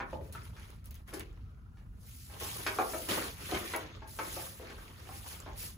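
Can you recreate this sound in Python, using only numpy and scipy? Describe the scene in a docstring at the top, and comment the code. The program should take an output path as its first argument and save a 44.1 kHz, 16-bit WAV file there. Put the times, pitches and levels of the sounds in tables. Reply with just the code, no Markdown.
"""An extension cord pulled over a board

In a bare timber-framed room a cord slides with a hiss, knocks on the wood and snaps small bright ticks.
Sliding is shaped noise, knocks ring the board's own tones, and ticks are very short tones with a snap.
The room echoes the hits; the floor shudders, and a low rumble from far off and faint air fill the room.
The right channel hears the treble much as the left does, but slightly earlier."""
import sys
import numpy as np
from scipy import signal
from scipy.fft import rfft, irfft, next_fast_len
from scipy.io import wavfile
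from scipy.ndimage import uniform_filter1d

SR = 44100
rng = np.random.default_rng(int(sys.argv[2]) if len(sys.argv) > 2 else 0)


def transcribe(signal):
    """Save signal, clipped to [-1, 1], as a 16-bit WAV file at the path in sys.argv[1]."""
    frames = np.atleast_2d(signal).T
    limited = np.clip(frames, -1, 1)
    pcm = np.round(limited * 32767).astype(np.int16)
    wavfile.write(sys.argv[1], SR, pcm)


N = 254456


def gain_of(db):
    """Turn decibels into a plain multiplier."""
    return 10 ** (np.asarray(db) / 20)


def evened(x):
    """Scale a sound to an average (RMS) strength of 1."""
    return x / np.sqrt(np.mean(x ** 2) + 1e-20)


def read(points, hz):
    """Read a curve of (pitch, value) points at any pitch, with pitch on a log scale."""
    point_hz, value = np.transpose(points)
    return np.interp(np.log(hz + 1), np.log(point_hz + 1), value)


def add(mix, start_s, sound):
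    """Add a sound into the mix at its start time, cut off where the mix ends."""
    part = mix[..., round(start_s * SR):][..., :sound.shape[-1]]
    part += sound[..., :part.shape[-1]]


def noise(spectrum, size, patchy_db, flicker_db):
    """Two unrelated channels of random short-time spectra, with drifting patches and a flicker over all bands."""
    frames, hz = 4 * N // size + 5, np.fft.rfftfreq(size, 1 / SR)
    a, b, c, d, patches = rng.standard_normal((frames, len(hz), 5)).T
    # patches spread over 5 neighbouring bands and 16 frames of time
    patches = uniform_filter1d(patches, size=5, axis=0)
    patches = evened(uniform_filter1d(patches, size=16, axis=1))
    flicker = evened(uniform_filter1d(rng.standard_normal(frames), size=5))
    level_db = read(spectrum, hz)[:, None] + patchy_db * patches + flicker_db * flicker
    spectra = np.array([a + 1j * b, c + 1j * d]) * gain_of(level_db)
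    sound = signal.istft(spectra, nperseg=size, noverlap=3 * size // 4)[1]
    return evened(sound[:, :N])


def sliding():
    """Sheath on wood: fine hiss, duller scrape and low drag; steady strokes plus sudden slips that die away."""
    # strokes of the cord: top_s, swell_s, fade_s, hiss_db, rub_db (the duller rub, before it is divided)
    strokes = [(.0, 0.021, 0.071, -80, -55), (.13, 0.13, .12, -66.5, -58.5),
               (.26, 0.11, 0.12, -63.5, -64.5), (.38, 0.12, 0.14, -72, -56.5),
               (.45, 0.051, 0.12, -60.5, -60), (.64, 0.25, 0.29, -64, -58.5),
               (.865, .03, 0.047, -66, -65.5), (.915, 0.024, 0.069, -66, -62.5),
               (.955, 0.04, 0.11, -72, -65.5), (1.09, 0.035, 0.12, -62, -57.5),
               (1.18, 0.089, .12, -60, -53), (1.28, .1, 0.6, -82, -70), (1.78, 0.073, 0.3, -77.5, -86),
               (2.13, 0.21, 0.81, -54.5, -96), (2.33, 0.081, 0.42, -60, -56),
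               (2.44, 0.084, 0.97, -43.5, -48.5), (2.78, .3, 0.33, -53, -50), (2.98, 0.34, 0.4, -43, -60.5),
               (3.118, 0.07, 0.36, -41, -40.5), (3.45, 0.13, 0.25, -48, -51.5),
               (3.57, 0.22, 0.12, -45, -42), (3.708, 0.36, 0.21, -46.5, -44.5),
               (3.86, 0.26, 0.43, -74, -53), (4.11, 0.061, 1, -52, -74), (4.27, 0.16, 0.18, -51, -49),
               (4.38, 0.27, 0.31, -43.5, -51), (4.58, 0.083, 0.14, -60, -65),
               (4.68, 0.19, 0.16, -81, -50.5), (4.81, 0.22, 0.49, -59.5, -56),
               (5.02, 0.094, 0.36, -60.5, -56), (5.16, 0.17, 0.14, -50.5, -54),
               (5.31, 0.18, 0.17, -47, -53), (5.45, 0.32, 0.37, -66, -54.5),
               (5.62, 0.088, 0.18, -42, -56.5)]
    # sudden slips: start_s, level_db, t60_s (time to fall 60 dB), dull (0 all hiss, 1 all scrape and drag)
    slips = [(0.326, -52.5, 0.33, 0), (.8415, -61, 0.28, 0.1), (.944, -61.5, 0.27, 0.4),
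             (1.076, -62.5, 0.33, 0), (1.136, -45, 0.15, 0), (1.198, -57.5, 0.27, 0.97),
             (2.3986, -43.5, 0.23, 0.42), (2.665, -37, 0.11, 0.82), (3.0864, -36, 0.69, 0.58),
             (4.0755, -54, 0.11, 0.04), (4.188, -43.5, 0.14, 0.73), (5.576, -55, 0.31, 0)]
    # levels between the strokes: hiss_db, scrape_db, drag_db
    rest_db = [-85.5, -95, -72]
    # colours of the three noises: pitch_hz, level_db (per Hz; only the shape counts)
    hiss_colour = [(300, -60), (1500, -6), (4000, -0.5), (7000, -1), (9000, 4), (12000, 0), (15000, 3),
                   (16500, -33)]
    scrape_colour = [(500, -35), (1100, -1.5), (2000, 3.5), (3200, 1), (5000, -5.5), (7000, -11),
                     (12000, -73)]
    drag_colour = [(120, -11), (220, -7), (340, 2), (700, -6), (1200, -2), (2200, -13.5), (5000, -36)]
    edge_db, roundness = -35.5, 1.865  # a stroke is this far down one swell before and one fade after its top
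    scrape_db, drag_db = -2, -1.5  # how the rub divides
    slip_drag_db = -3  # how much of a slip's dull part drags

    now = np.arange(N) / SR
    powers = gain_of(rest_db)[:, None] ** 2 * np.ones(N)
    for top_s, swell_s, fade_s, hiss_db, rub_db in strokes:
        distance = abs(now - top_s) / np.where(now < top_s, swell_s, fade_s)
        shape_db = edge_db * distance ** roundness
        top_db = np.array([[hiss_db], [rub_db + scrape_db], [rub_db + drag_db]])
        powers = powers + gain_of(shape_db + top_db) ** 2
    hiss_level, scrape_level, drag_level = np.sqrt(powers)

    t = np.arange(SR // 2) / SR
    for start_s, level_db, t60_s, dull in slips:
        burst = gain_of(level_db - 60 * t / t60_s) * (1 - np.exp(-t / 0.00075))
        add(hiss_level, start_s, (1 - dull) * burst)
        add(scrape_level, start_s, dull * burst)
        add(drag_level, start_s, gain_of(slip_drag_db) * dull * burst)

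    hiss = hiss_level * noise(hiss_colour, size=256, patchy_db=2.0, flicker_db=1.0)
    # the grain of the wood catches about 200 times a second
    catches = np.minimum(rng.exponential(1, N), 2.5) * (rng.random(N) < 200 / SR)
    grit = 1 + uniform_filter1d(30 * catches, size=60)
    scrape = scrape_level * evened(grit) * noise(scrape_colour, size=256, patchy_db=3.0, flicker_db=-0.25)
    drag = drag_level * noise(drag_colour, size=512, patchy_db=3.0, flicker_db=3.1)
    return hiss + scrape + drag


def knocks():
    """A blow and its small bounces crack drily and ring those tones of the board within the blow's reach."""
    # knocks on wood: start_s, peak_db (before pan, bass cut and mix), centre_hz, spread_octaves, rattle_s,
    # ring (multiplies the board's t60_s), pan_db (first dry channel over the second)
    blows = [(.002, -24, 1280, 0.56, 0.028, 0.89, 0), (0.13, -27, 505, 0.61, 0.0067, 0.38, 0),
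             (.212, -36.5, 610, 0.55, 0.0026, 0.68, 5), (.351, -35, 1260, 0.094, 0.013, 1.7, 2),
             (.566, -42.5, 1620, 1.3, 0.036, 0.71, 3), (1.083, -45.5, 830, 1.2, 0.065, 0.46, 8),
             (1.129, -30.5, 604, 1.1, 0.011, 0.6, -0.5), (1.14, -40, 1600, 1.34, 0.006, 1.6, 23),
             (1.202, -48, 1520, 2.1, 0.0099, 0.51, 12), (1.771, -53, 1390, 1.3, 0.045, 0.84, -1),
             (2.298, -47, 900, 0.92, 0.063, 4.9, 2), (2.411, -38, 875, 0.4, 0.04, 1.5, -1),
             (2.665, -19, 1350, 1.3, 0.017, 1.14, -1), (2.787, -16.5, 830, 0.71, 0.021, 0.81, 1),
             (2.935, -25, 820, 0.8, 0.021, 0.75, 4), (3.093, -34.5, 390, 0.8, 0.043, 1.7, 2),
             (3.521, -22.5, 650, 0.61, 0.012, 0.21, 4), (3.545, -23.5, 1820, 1.16, 0.01, 0.11, -1),
             (3.737, -21, 1340, 0.77, 0.014, 0.97, -0.5), (3.749, -31, 664, 0.56, 0.016, 1.1, 10),
             (4.02, -35.5, 720, 1.1, 0.01, 1.5, 3), (4.189, -24, 1050, 0.88, 0.026, 1.2, 2.5),
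             (4.368, -30.5, 600, 0.66, 0.016, 0.72, 1.5), (4.598, -36, 516, 0.26, 0.059, 0.28, 5),
             (4.7, -37, 1210, 1.7, 0.022, 0.53, 1), (4.79, -51, 1664, 0.32, 0.019, 1.6, 3),
             (5.091, -35.5, 794, 0.35, 0.009, 1.8, 0), (5.463, -32.5, 800, 0.42, 0.029, 1.94, 0.5)]
    # tones the board rings with: pitch_hz, level_db, t60_s (time to fall 60 dB, before ring)
    board = [(343, -2, 0.042), (433, 14, 0.017), (652, -1.5, 0.081), (816, 1.5, 0.035), (874, 2, 0.019),
             (1102, 5.5, 0.02), (1323, 12.5, 0.0071), (1605, 7, 0.021), (1747, -3, 0.021), (2230, 5, 0.06),
             (3060, 1, 0.046), (4480, 15, 0.0079)]
    size = 4096
    out, t = np.zeros((2, N)), np.arange(size) / SR
    mode_hz, mode_db, mode_t60_s = np.transpose(board)[:, :, None]
    bins_hz = np.fft.rfftfreq(size, 1 / SR) + 1

    for start_s, peak_db, centre_hz, spread_octaves, rattle_s, ring, pan_db in blows:
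        def reach(hz):
            """How strongly the blow excites a pitch; it falls off more steeply on the bass side."""
            octaves = np.log2(hz / centre_hz) / max(spread_octaves, .1)
            return gain_of(-np.where(hz < centre_hz, 9., 5.) * octaves ** 2)

        # only rare large random values become bounces
        luck = rng.standard_normal(size)
        bounces = luck * (abs(luck) > 2.3) * np.exp(-(t / rattle_s) ** 3)
        bounces *= 1.5 / np.linalg.norm(bounces)  # together about twice the energy of the first blow
        bounces[0] = 1

        crack = evened(irfft(rfft(rng.standard_normal(size)) * reach(bins_hz)))
        crack *= np.exp(-t / 0.0042) * (1 - np.exp(-t / 0.0011))

        # where the blow lands shifts each tone a little
        spot = 1 + .008 * rng.standard_normal((len(board), 1))
        fading = gain_of(mode_db - 60 * t / (mode_t60_s * ring))
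        modes = reach(mode_hz) * fading * np.sin(2 * np.pi * mode_hz * spot * t)
        ringing = modes.sum(0)

        sound = signal.fftconvolve(bounces, ringing / abs(ringing).max() + 0.43 * crack)
        sound *= gain_of(peak_db) / abs(sound).max()
        add(out, start_s, sound * gain_of([[pan_db / 2], [-pan_db / 2]]))
    # the knocks carry no bass below about 270 Hz
    return signal.sosfilt(signal.butter(4, 270, "high", fs=SR, output="sos"), out)


def ticks():
    """Each tick of plug or sheath is a few quick cycles over a broad snap."""
    # bright ticks: start_s, level_db (of the tone, before its decay and the mix), pitch_hz
    tick_list = [(0.325, -34.5, 10400), (0.598, -43, 10100), (0.704, -43, 9800), (0.858, -36.5, 9500),
                 (0.9093, -32.5, 14600), (0.9438, -37, 11800), (0.9546, -37, 14300), (1.1393, -53, 10800),
                 (1.1963, -25, 8700), (1.2007, -44, 10000), (1.329, -56, 7120), (3.763, -22, 11000),
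                 (3.964, -52, 7700), (5.4023, -31, 7530)]
    out, t = np.zeros(N), np.arange(200) / SR
    for start_s, level_db, pitch_hz in tick_list:
        tone = np.sin(2 * np.pi * pitch_hz * t) * np.exp(-t / 0.00057)
        # differences between neighbouring noise samples favour the treble
        snap = np.diff(rng.standard_normal(200), prepend=0) * np.exp(-t / 0.0022)
        add(out, start_s, gain_of(level_db) * (tone + 0.26 * snap))
    return out


def room(hits):
    """The hands move about, so the hits drift among three different echo patterns."""
    turn = 2 * np.pi * 1.3 * np.arange(N) / SR  # 1.3 turns a second
    echoed = np.zeros((2, N))
    for k in range(3):
        # the squares of the three shares always add up to 1
        share = np.sqrt(2 / 3) * np.cos(turn + k * np.pi / 3)
        echoed += signal.oaconvolve(hits * share, tail(), axes=1)[:, :N]
    return echoed


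def tail():
    """Sparse echoes of random sign, one in every 20 samples, each band dying at its own speed."""
    # how long the room echoes: pitch_hz, t60_s (time to fall 60 dB)
    echo_t60 = [(200, 0.7), (700, 0.37), (2000, 0.24), (5000, 0.11), (12000, 0.06)]
    taps = np.zeros((2, SR // 2))
    at = np.arange(200, SR // 2 - 20, 20)
    at = at + rng.integers(0, 20, (2, len(at)))
    np.put_along_axis(taps, at, rng.choice([-1., 1.], at.shape), 1)
    hz, t, spectra = signal.stft(taps, SR, nperseg=256)
    fading = gain_of(-60 * t / read(echo_t60, hz)[:, None])
    echoes = signal.istft(spectra * fading, SR, nperseg=256)[1]
    return echoes / np.linalg.norm(echoes[0])


def floor_shudders():
    """The floor shudders under a shifted weight: low noise that swells in a moment and dies away."""
    # shudders: start_s, level_db, t60_s (time to fall 60 dB)
    shudders = [(0.0, -41, 0.54), (.13, -45, 0.63), (1.13, -57, 0.34), (3.085, -42, 0.64), (3.53, -41, .5)]
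    # colour of the floor noise: pitch_hz, level_db (per Hz; only the shape counts)
    floor_colour = [(50, -20), (80, 8.5), (130, -1.5), (230, -2.5), (330, -10), (600, -47)]
    level, t = np.zeros(N), np.arange(SR // 2) / SR
    for start_s, level_db, t60_s in shudders:
        add(level, start_s, gain_of(level_db - 60 * t / t60_s) * (1 - np.exp(-t / 0.011)))
    return level * noise(floor_colour, size=2048, patchy_db=-2.5, flicker_db=0.0)


def background():
    """Three noises: a deep throb, a hum above it and the faint air of the room at a fixed level."""
    # how the rumble rises and falls: time_s, throb_db, hum_db
    rumble = [(0.0, -84, -51), (0.11, -45.5, -50.5), (0.32, -61, -48), (1.11, -52, -50.5),
              (4.32, -67.5, -50), (4.82, -54, -52), (5.21, -67, -49.5), (5.43, -52, -53), (5.77, -63, -48)]
    # colours of the three noises: pitch_hz, level_db (per Hz; only the shape counts)
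    throb_colour = [(25, -23), (36, 0), (46, 11), (56, 5.5), (70, -28), (90, -50.5)]
    hum_colour = [(32, -67), (55, -2), (97, -3), (125, -11), (227, -18.5), (280, -27), (542, -47),
                  (700, -40), (910, -76), (1540, -120)]
    air_colour = [(260, -8), (450, -2), (726, -26), (782, 0), (818, -22), (993, -0.5), (1090, -15),
                  (1240, -2.5), (1420, 0.5), (1600, -22), (2620, -13), (2910, -16), (16000, -44)]
    air_db = -74.5
    time_s, throb_db, hum_db = np.transpose(rumble)
    now = np.arange(N) / SR
    throb_level = gain_of(np.interp(now, time_s, throb_db))
    hum_level = gain_of(np.interp(now, time_s, hum_db))
    throb = throb_level * noise(throb_colour, size=4096, patchy_db=1.8, flicker_db=-1.5)
    hum = hum_level * noise(hum_colour, size=2048, patchy_db=0.95, flicker_db=0.4)
    air = gain_of(air_db) * noise(air_colour, size=2048, patchy_db=5.5, flicker_db=2.3)
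    return throb + hum + air


def scene():
    """Mix the hits, their echoes, the sliding cord and the low sounds into two dry channels."""
    hits = knocks() + ticks()
    heard_hits = gain_of(-2.5) * hits + gain_of(-6.0) * room(hits)
    return heard_hits + sliding() + floor_shudders() + background()


def record(dry):
    """The right channel shares part of the left's sound, slightly earlier; then a bass cut and a treble limit."""
    # how alike the two channels are: pitch_hz, likeness (0 unrelated, 1 the same)
    likeness = [(40, 0.97), (90, 0.94), (250, 0.83), (600, 0.38), (2000, 0.052), (5500, 0.022),
                (6600, 0.83), (8000, 1), (16000, 1)]
    lead_s = 1 / 4840  # how much earlier the right channel hears the shared sound
    treble_turn = -1.69  # radians added to the right channel from 5 kHz up
    bass_cut_hz, treble_limit_hz = 35.0, 15900

    size = next_fast_len(N + 4096)
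    left, own = rfft(dry, size)
    hz = np.fft.rfftfreq(size, 1 / SR)
    same = read(likeness, hz)
    phase = 2 * np.pi * hz * lead_s + np.interp(hz, [0, 900, 2500, 5000], [0, .35, 0, treble_turn])
    right = same * left * np.exp(1j * phase) + np.sqrt(1 - same ** 2) * own
    bass_cut = 1 / np.sqrt(1 + (bass_cut_hz / (hz + 1)) ** 12)
    pair = irfft(np.array([left, right]) * bass_cut, size)[:, :N]
    treble_limit = signal.firwin(511, treble_limit_hz, window=("kaiser", 9), fs=SR)
    return signal.oaconvolve(pair, treble_limit[None], "same")


dry = scene()
out = record(dry)
transcribe(out)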